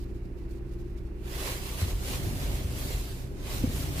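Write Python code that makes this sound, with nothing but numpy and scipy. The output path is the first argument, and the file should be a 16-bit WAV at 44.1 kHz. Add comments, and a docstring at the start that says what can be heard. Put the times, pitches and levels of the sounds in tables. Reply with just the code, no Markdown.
"""Inside a parked car the engine idles with a throbbing boom and a soft panel buzz. A steady, chugging
hum fills the cabin and sinks as the wheel turns. A sleeve rustles faintly, then from 1.2 s the steering
wheel is spun. Hand and sleeve slide over the grained rim in swelling strokes of hiss, the turning
column rumbles over a rough low hum, and the hand bumps the wheel a few times as it changes grip."""
import sys
import numpy as np
from scipy import signal
from scipy.fft import rfft, irfft, next_fast_len
from scipy.io import wavfile
from scipy.ndimage import uniform_filter1d, map_coordinates

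SR = 44100
rng = np.random.default_rng(int(sys.argv[2]) if len(sys.argv) > 2 else 0)


def transcribe(signal):
    """Save signal, clipped to [-1, 1], as a 16-bit WAV file at the path in sys.argv[1]."""
    frames = np.atleast_2d(signal).T
    limited = np.clip(frames, -1, 1)
    pcm = np.round(limited * 32767).astype(np.int16)
    wavfile.write(sys.argv[1], SR, pcm)


N = 176400

CHUG_HZ, FIRST_CHUG_S = 20.01, 0.0141  # the beat shared by the chugging hum and the cabin noise

# Stereo width of rubbing hand and cloth. Each row: frequency in Hz, left-right likeness from -1 to 1.
RUB_LIKENESS = [(250, 0.45), (550, 1), (1100, 0.088), (1450, -0.47), (1750, -0.25), (2200, -0.012),
                (15000, 0.073)]
# Balance of the cabin, with the treble to the right. Each row: frequency in Hz, left minus right in dB.
CABIN_BALANCE = [(100, 4.5), (300, -1), (700, 0), (1300, -4), (2400, -11), (4400, -12), (8000, -4),
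                 (15000, -3)]


def amp(db):
    """Decibels to gain."""
    return 10 ** (np.asarray(db) / 20)


def unit(x):
    """Scaled to rms 1."""
    return x / np.sqrt(np.mean(x ** 2) + 1e-20)


def along(points, hz):
    """(Hz, value) points read on a log axis."""
    knots_hz, values = np.transpose(points)
    return np.interp(np.log(hz + 1), np.log(knots_hz + 1), values)


def clock():
    """Time of every sample in seconds."""
    return np.arange(N) / SR


def curve(rows):
    """(s, value) points joined by straight lines."""
    return np.interp(clock(), *np.transpose(rows))


def wobble(rate):
    """A smooth random curve, rate knots a second."""
    return map_coordinates(rng.standard_normal(int(N * rate / SR) + 4), [clock() * rate])


def filtered(x, response):
    """x shaped by a response given as a function of Hz."""
    size = next_fast_len(N + SR // 2)
    return irfft(rfft(x, size) * response(np.fft.rfftfreq(size, 1 / SR)), size)[..., :N]


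def white():
    """Two unrelated white noises."""
    return rng.standard_normal((2, N))


def coloured(pair, spectrum, likeness, balance=None):
    """Two unrelated signals given a spectrum, a left-right likeness and a balance; rms 1."""
    def mid_side_gains(hz):
        width = np.arccos(np.clip(along(likeness, hz), -1, 1)) / 2
        return amp(along(spectrum, hz)) * [np.cos(width), np.sin(width)]

    mid, side = filtered(pair, mid_side_gains)
    out = np.array([mid + side, mid - side])
    if balance is not None:
        out = filtered(out, lambda hz: amp(along(balance, hz) * np.array([[.5], [-.5]])))
    return unit(out)


def moving_contact(pair, patch_db=2.02, patch_hz=260, patch_s=.04, tilt_db=0.35, pivot_hz=5240):
    """Rubbing shifts colour as the contact moves: random patches of gain and a drifting treble."""
    hz, t, spectra = signal.stft(pair, SR, nperseg=512)
    patches = uniform_filter1d(rng.standard_normal(spectra.shape), round(patch_hz / hz[1]), axis=1)
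    patches = uniform_filter1d(patches, round(patch_s / t[1]), axis=2)
    drift = np.interp(t, clock(), wobble(14))
    tilt = np.outer(np.tanh(np.log((hz + 1) / pivot_hz)), drift)
    gain = amp(patch_db * unit(patches) + tilt_db * tilt)
    return signal.istft(spectra * gain, nperseg=512)[1][:, :N]


def sliding_hand(slips_per_s=4500, slip_share=0.27, body_hz=3880, air_hz=8500, trim_db=2.1):
    """Countless tiny slips on the grained rim merge into a hiss that swells with each stroke."""
    # The strokes of the hand. Each row: time in seconds, level in dB before the trim.
    strokes = [(1.1, -95), (1.17, -75), (1.22, -68.5), (1.26, -57.5), (1.31, -50), (1.38, -44), (1.46, -39),
               (1.505, -38), (1.56, -43), (1.61, -45.5), (1.68, -43), (1.77, -43.5), (1.815, -36.5),
               (1.865, -43.5), (1.905, -40.5), (1.935, -46.5), (1.98, -47.5), (2.08, -38.5), (2.14, -37),
               (2.21, -44), (2.245, -42.5), (2.35, -47), (2.43, -43.5), (2.49, -46.5), (2.56, -44.5),
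               (2.67, -48), (2.745, -45.5), (2.79, -40.5), (2.86, -41), (2.93, -40), (2.98, -42.5),
               (3.02, -45), (3.08, -47.5), (3.14, -49.5), (3.24, -52.5), (3.29, -60), (3.33, -60.5),
               (3.41, -53), (3.46, -45), (3.54, -39), (3.62, -44), (3.71, -44), (3.75, -42.5), (3.81, -41),
               (3.91, -46), (3.97, -41.5), (4, -36.5)]
    # Colour of the friction. Each row: frequency in Hz, relative density in dB.
    spectrum = [(150, -9), (400, 3), (650, 0.5), (1100, -0.6), (1280, -2.5), (1500, -1.8), (1720, -2),
                (2200, -0.8), (2900, -0.86), (4400, -2.5), (6000, -5), (7700, -4.5), (8600, -6),
                (10000, -5), (13000, -5), (15300, -8.5)]
    # Balance of the hiss. Each row: frequency in Hz, left minus right in dB.
    balance = [(500, -0.5), (1000, 0), (1700, -3), (3500, -3), (5000, -3), (6800, -3), (8500, -0.5),
               (10500, -0.7), (14000, 1)]
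    # Where the hand rubs. Each row: time in seconds, left minus right in dB.
    position = [(1.25, -3), (1.42, -1.5), (1.65, -0.5), (2.1, 0), (2.25, -0.5), (2.6, 0), (2.9, -0.5),
                (3.6, -0.5), (4, 0.5)]
    # A heavier hand gives more body. Each row: time in seconds, shelf gain below body_hz in dB.
    hand_weight = [(1.25, 8), (1.45, 3), (1.65, 0.5), (1.85, -0.8), (2.15, -1.5), (2.5, 4), (2.85, -3.5),
                   (3.2, 0.8), (3.55, 0), (4, 1)]
    # Sheen on the strokes. Each row: time in seconds, shelf gain above air_hz in dB.
    sheen = [(1.3, 3.5), (1.5, -0.5), (1.68, 1.5), (1.82, -2), (1.97, -1), (2.14, -2), (2.3, 1.5),
             (2.5, 1.5), (2.7, -2), (2.8, 0), (2.93, -2), (3.15, 0), (3.4, -4), (3.55, 1), (3.68, -3.5),
             (3.78, 1.5), (4, -2)]
    slips = white() * amp(-1 * white())  # strengths scatter by a further 1 dB
    slips *= rng.random((2, N)) < slips_per_s / SR
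    friction = np.sqrt(slip_share) * unit(slips) + np.sqrt(1 - slip_share) * white()
    hiss = coloured(moving_contact(friction), spectrum, RUB_LIKENESS, balance)
    body = filtered(hiss, lambda hz: 1 / (1 + (hz / body_hz) ** 2))
    air = filtered(hiss, lambda hz: 1 - 1 / (1 + (hz / air_hz) ** 4))
    shaped = hiss + (amp(curve(hand_weight)) - 1) * body + (amp(curve(sheen)) - 1) * air
    flutter_db = 0.5 * wobble(110)
    pan_db = curve(position) * np.array([[.5], [-.5]])
    return amp(curve(strokes) + trim_db + flutter_db + pan_db) * shaped


def grip_bumps(octave_db=-14):
    """The hand bumps the wheel as it changes grip: each soft blow swells and dies in a few cycles."""
    # Blows on the wheel. Each row: start in seconds, peak in dB, pitch in Hz, rise in seconds.
    blows = [(1.81, -19.5, 88.8, 0.018), (1.915, -26, 45.2, 0.03), (2.441, -26, 49.7, 0.041),
             (2.635, -28, 85, 0.016), (2.93, -27, 42.5, 0.035), (3.635, -19, 252, 0.0073),
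             (3.636, -23, 94.2, 0.0068), (3.674, -19, 102, 0.0044), (3.69, -32, 246, .01)]
    out = np.zeros(N)
    for start, db, hz, rise in blows:
        t = np.maximum(clock() - start, 0)
        swing = np.sin(2 * np.pi * hz * t) + amp(octave_db) * np.sin(4 * np.pi * hz * t)
        envelope = (t / rise * np.exp(1 - t / rise)) ** 2
        out += amp(db) * envelope * swing
    return out


def steering_column(judder_db=1.5):
    """The wheel and its column rumble unevenly as they turn."""
    # Swells of the turning. Each row: time in seconds, level in dB.
    turning = [(1.2, -67), (1.4, -48), (1.75, -45), (1.83, -37), (1.95, -39), (2.1, -36.5), (2.3, -32.5),
               (2.5, -35), (2.65, -38), (2.85, -34), (3.05, -42), (3.25, -46), (3.45, -40), (3.62, -32.5),
               (3.8, -36), (4, -34)]
    # Colour of the rumble. Each row: frequency in Hz, relative density in dB.
    spectrum = [(15, -46), (40, -1.5), (75, -1.5), (125, -4), (190, -16.5), (290, -12.5), (390, -19),
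                (450, -25.5), (600, -20.5), (900, -35), (1600, -39.5), (4000, -70)]
    # Its narrow stereo image. Each row: frequency in Hz, left-right likeness.
    likeness = [(100, 0.83), (300, 0.92), (700, 0.66)]
    return amp(curve(turning) + judder_db * wobble(35)) * coloured(white(), spectrum, likeness)


def steering_assist(pitch_jitter=0.0227, roughness_db=3.5):
    """A rough low hum, as of power steering, rises in pitch when the wheel is spun harder."""
    # Course of the hum. Each row: time in seconds, pitch in Hz, level in dB.
    effort = [(2.0, 122.3, -48), (2.3, 145.4, -41.5), (2.6, 138.4, -49), (2.9, 125.7, -46.5),
              (3.25, 124.2, -43), (3.502, 135.2, -60), (3.75, 142, -43), (4.0, 154.2, -43.5)]
    times, hz, db = np.transpose(effort)
    pitch = np.interp(clock(), times, hz) * (1 + pitch_jitter * wobble(24.98))
    level_db = np.interp(clock(), times, db) + roughness_db * wobble(30)
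    return np.sqrt(2) * amp(level_db) * np.sin(2 * np.pi * np.cumsum(pitch) / SR)


def engine_idle(idle_hz=10.055, first_throb_s=.0305, throb_gap_s=.0335, second_throb_db=-1):
    """Low harmonics of the idle swing together in two throbs a cycle; high ones buzz in the panels."""
    # The engine's boom. Each row: multiple of the idle rate, level in dB.
    boom_harmonics = [(3, -43), (4, -44.5), (5, -75), (6, -40.5), (8, -62.5), (9, -52), (10, -54),
                      (12, -58.5), (15, -61.5), (18, -53), (21, -71)]
    # The panels' buzz. Each row: multiple of the idle rate, level in dB.
    buzz_harmonics = [(21, -62.5), (25, -72), (27, -61.5), (30, -59.5), (36, -61.5), (37, -62), (39, -54.5),
                      (48, -68.5)]
    # The buzz lifts as the turn begins, then eases. Each row: time in seconds, gain in dB.
    buzz_swell = [(1.1, -2.5), (1.45, 3), (1.8, 0.5), (2.5, -1), (4, -1)]
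    unsteady_s = 0.00021 * wobble(5.94)
    angle = 2 * np.pi * idle_hz * (clock() - first_throb_s + unsteady_s)
    boom, buzz = np.zeros((2, N))
    for k, db in boom_harmonics:
        gain = amp(db + 0.475 * wobble(3.5))
        second_throb = amp(second_throb_db) * np.exp(2j * np.pi * k * idle_hz * throb_gap_s)
        scatter = 0.2 * k * idle_hz / 60 * rng.normal()  # 0.2 rad at 60 Hz, looser higher up
        boom += gain * np.sin(np.angle(1 + second_throb) - k * angle + scatter)
    for k, db in buzz_harmonics:
        buzz += amp(db + 0.95 * wobble(7.9)) * np.cos(k * angle + rng.uniform(0, 2 * np.pi))
    buzz *= amp(curve(buzz_swell))
    return np.sqrt(2) * (boom * amp([[-.8], [.8]]) + buzz * amp([[1], [-1]]))  # boom right, buzz left


def chugging_hum(top_tone_hz=350.1, waver_db=1.3):
    """A steady hum in the cabin whose few close tones beat in short chugs, twenty a second."""
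    # Tones of the hum. Each row: steps of CHUG_HZ below the top tone, level in dB.
    tones = [(0, -50), (1, -52), (3, -60), (5, -63)]
    # It sinks as the wheel gets going, then partly returns. Each row: time in seconds, gain in dB.
    fade = [(1.25, 0.5), (1.6, -2.5), (1.8, -16), (4, -8)]
    t = clock() - FIRST_CHUG_S
    hum = np.zeros(N)
    for steps, db in tones:
        hz = top_tone_hz - steps * CHUG_HZ
        hum += amp(db + waver_db * wobble(7.7)) * np.cos(2 * np.pi * hz * t)
    return np.sqrt(2) * hum * amp(curve(fade)) * amp([[1], [-1]])


def cabin_noise(level_db=-45, chug_depth=0.33, chug_below_hz=550):
    """Dull engine noise whose low part chugs with the hum, with a little vent air on the right."""
    # Colour of the cabin. Each row: frequency in Hz, relative density in dB.
    spectrum = [(15, -29), (28, -4), (48, -0.5), (80, -7.5), (130, -14), (210, -12.5), (280, -12),
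                (385, -10.5), (450, -18.5), (700, -26.5), (1200, -32), (2700, -38.5), (3150, -48),
                (7000, -53), (15000, -54)]
    # Its image, narrow in the bass and wide above. Each row: frequency in Hz, left-right likeness.
    likeness = [(60, 0.68), (380, 0.43), (950, 0.018), (2400, 0.13)]
    chug = np.cos(2 * np.pi * CHUG_HZ * (clock() - FIRST_CHUG_S))
    noise = coloured(white(), spectrum, likeness, CABIN_BALANCE)
    low = filtered(noise, lambda hz: 1 / (1 + (hz / chug_below_hz) ** 6))
    return amp(level_db) * (noise + chug_depth * chug * low)


def sleeve(stir_db=-77, flutter_db=1.6):
    """Short soft rustles before the turn, over a faint constant stirring of cloth."""
    # Moves of the sleeve. Each row: centre in seconds, peak in dB, half length in seconds.
    rustles = [(.012, -58.5, 0.041), (.1, -67.5, 0.025), (.165, -65.5, 0.029), (0.25, -67.5, 0.027),
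               (.392, -64.5, 0.024), (.44, -71.5, 0.028), (0.52, -59.5, 0.028), (0.573, -65.5, 0.022),
               (0.678, -69, 0.027), (.737, -64, 0.032), (.807, -62.5, 0.023), (.89, -67.5, 0.059),
               (.985, -62.5, 0.021), (1.062, -68, 0.04)]
    # Bright colour of the cloth. Each row: frequency in Hz, relative density in dB.
    spectrum = [(500, -35), (1500, -13), (3200, -2), (4500, -0.5), (7000, -3.5), (14000, -6)]
    swells = sum(amp(db) * np.exp(-((clock() - centre) / half) ** 2) for centre, db, half in rustles)
    envelope = np.hypot(swells, amp(stir_db)) * amp(flutter_db * wobble(118.9))
    return envelope * coloured(moving_contact(white()), spectrum, RUB_LIKENESS, CABIN_BALANCE)


def scene():
    """Everything from the driver's seat; the wheel's low sounds reach the left ear first."""
    left_lead_s = 0.00025
    wheel = steering_column() + steering_assist() + grip_bumps()
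    wheel = filtered(wheel, lambda hz: np.exp(1j * np.pi * hz * left_lead_s * np.array([[1], [-1]])))
    return wheel + engine_idle() + chugging_hum() + cabin_noise() + sliding_hand() + sleeve()


def record(dry):
    """Nothing above 15.5 kHz is kept."""
    return filtered(dry, lambda hz: hz < 15500)


dry = scene()
out = record(dry)
transcribe(out)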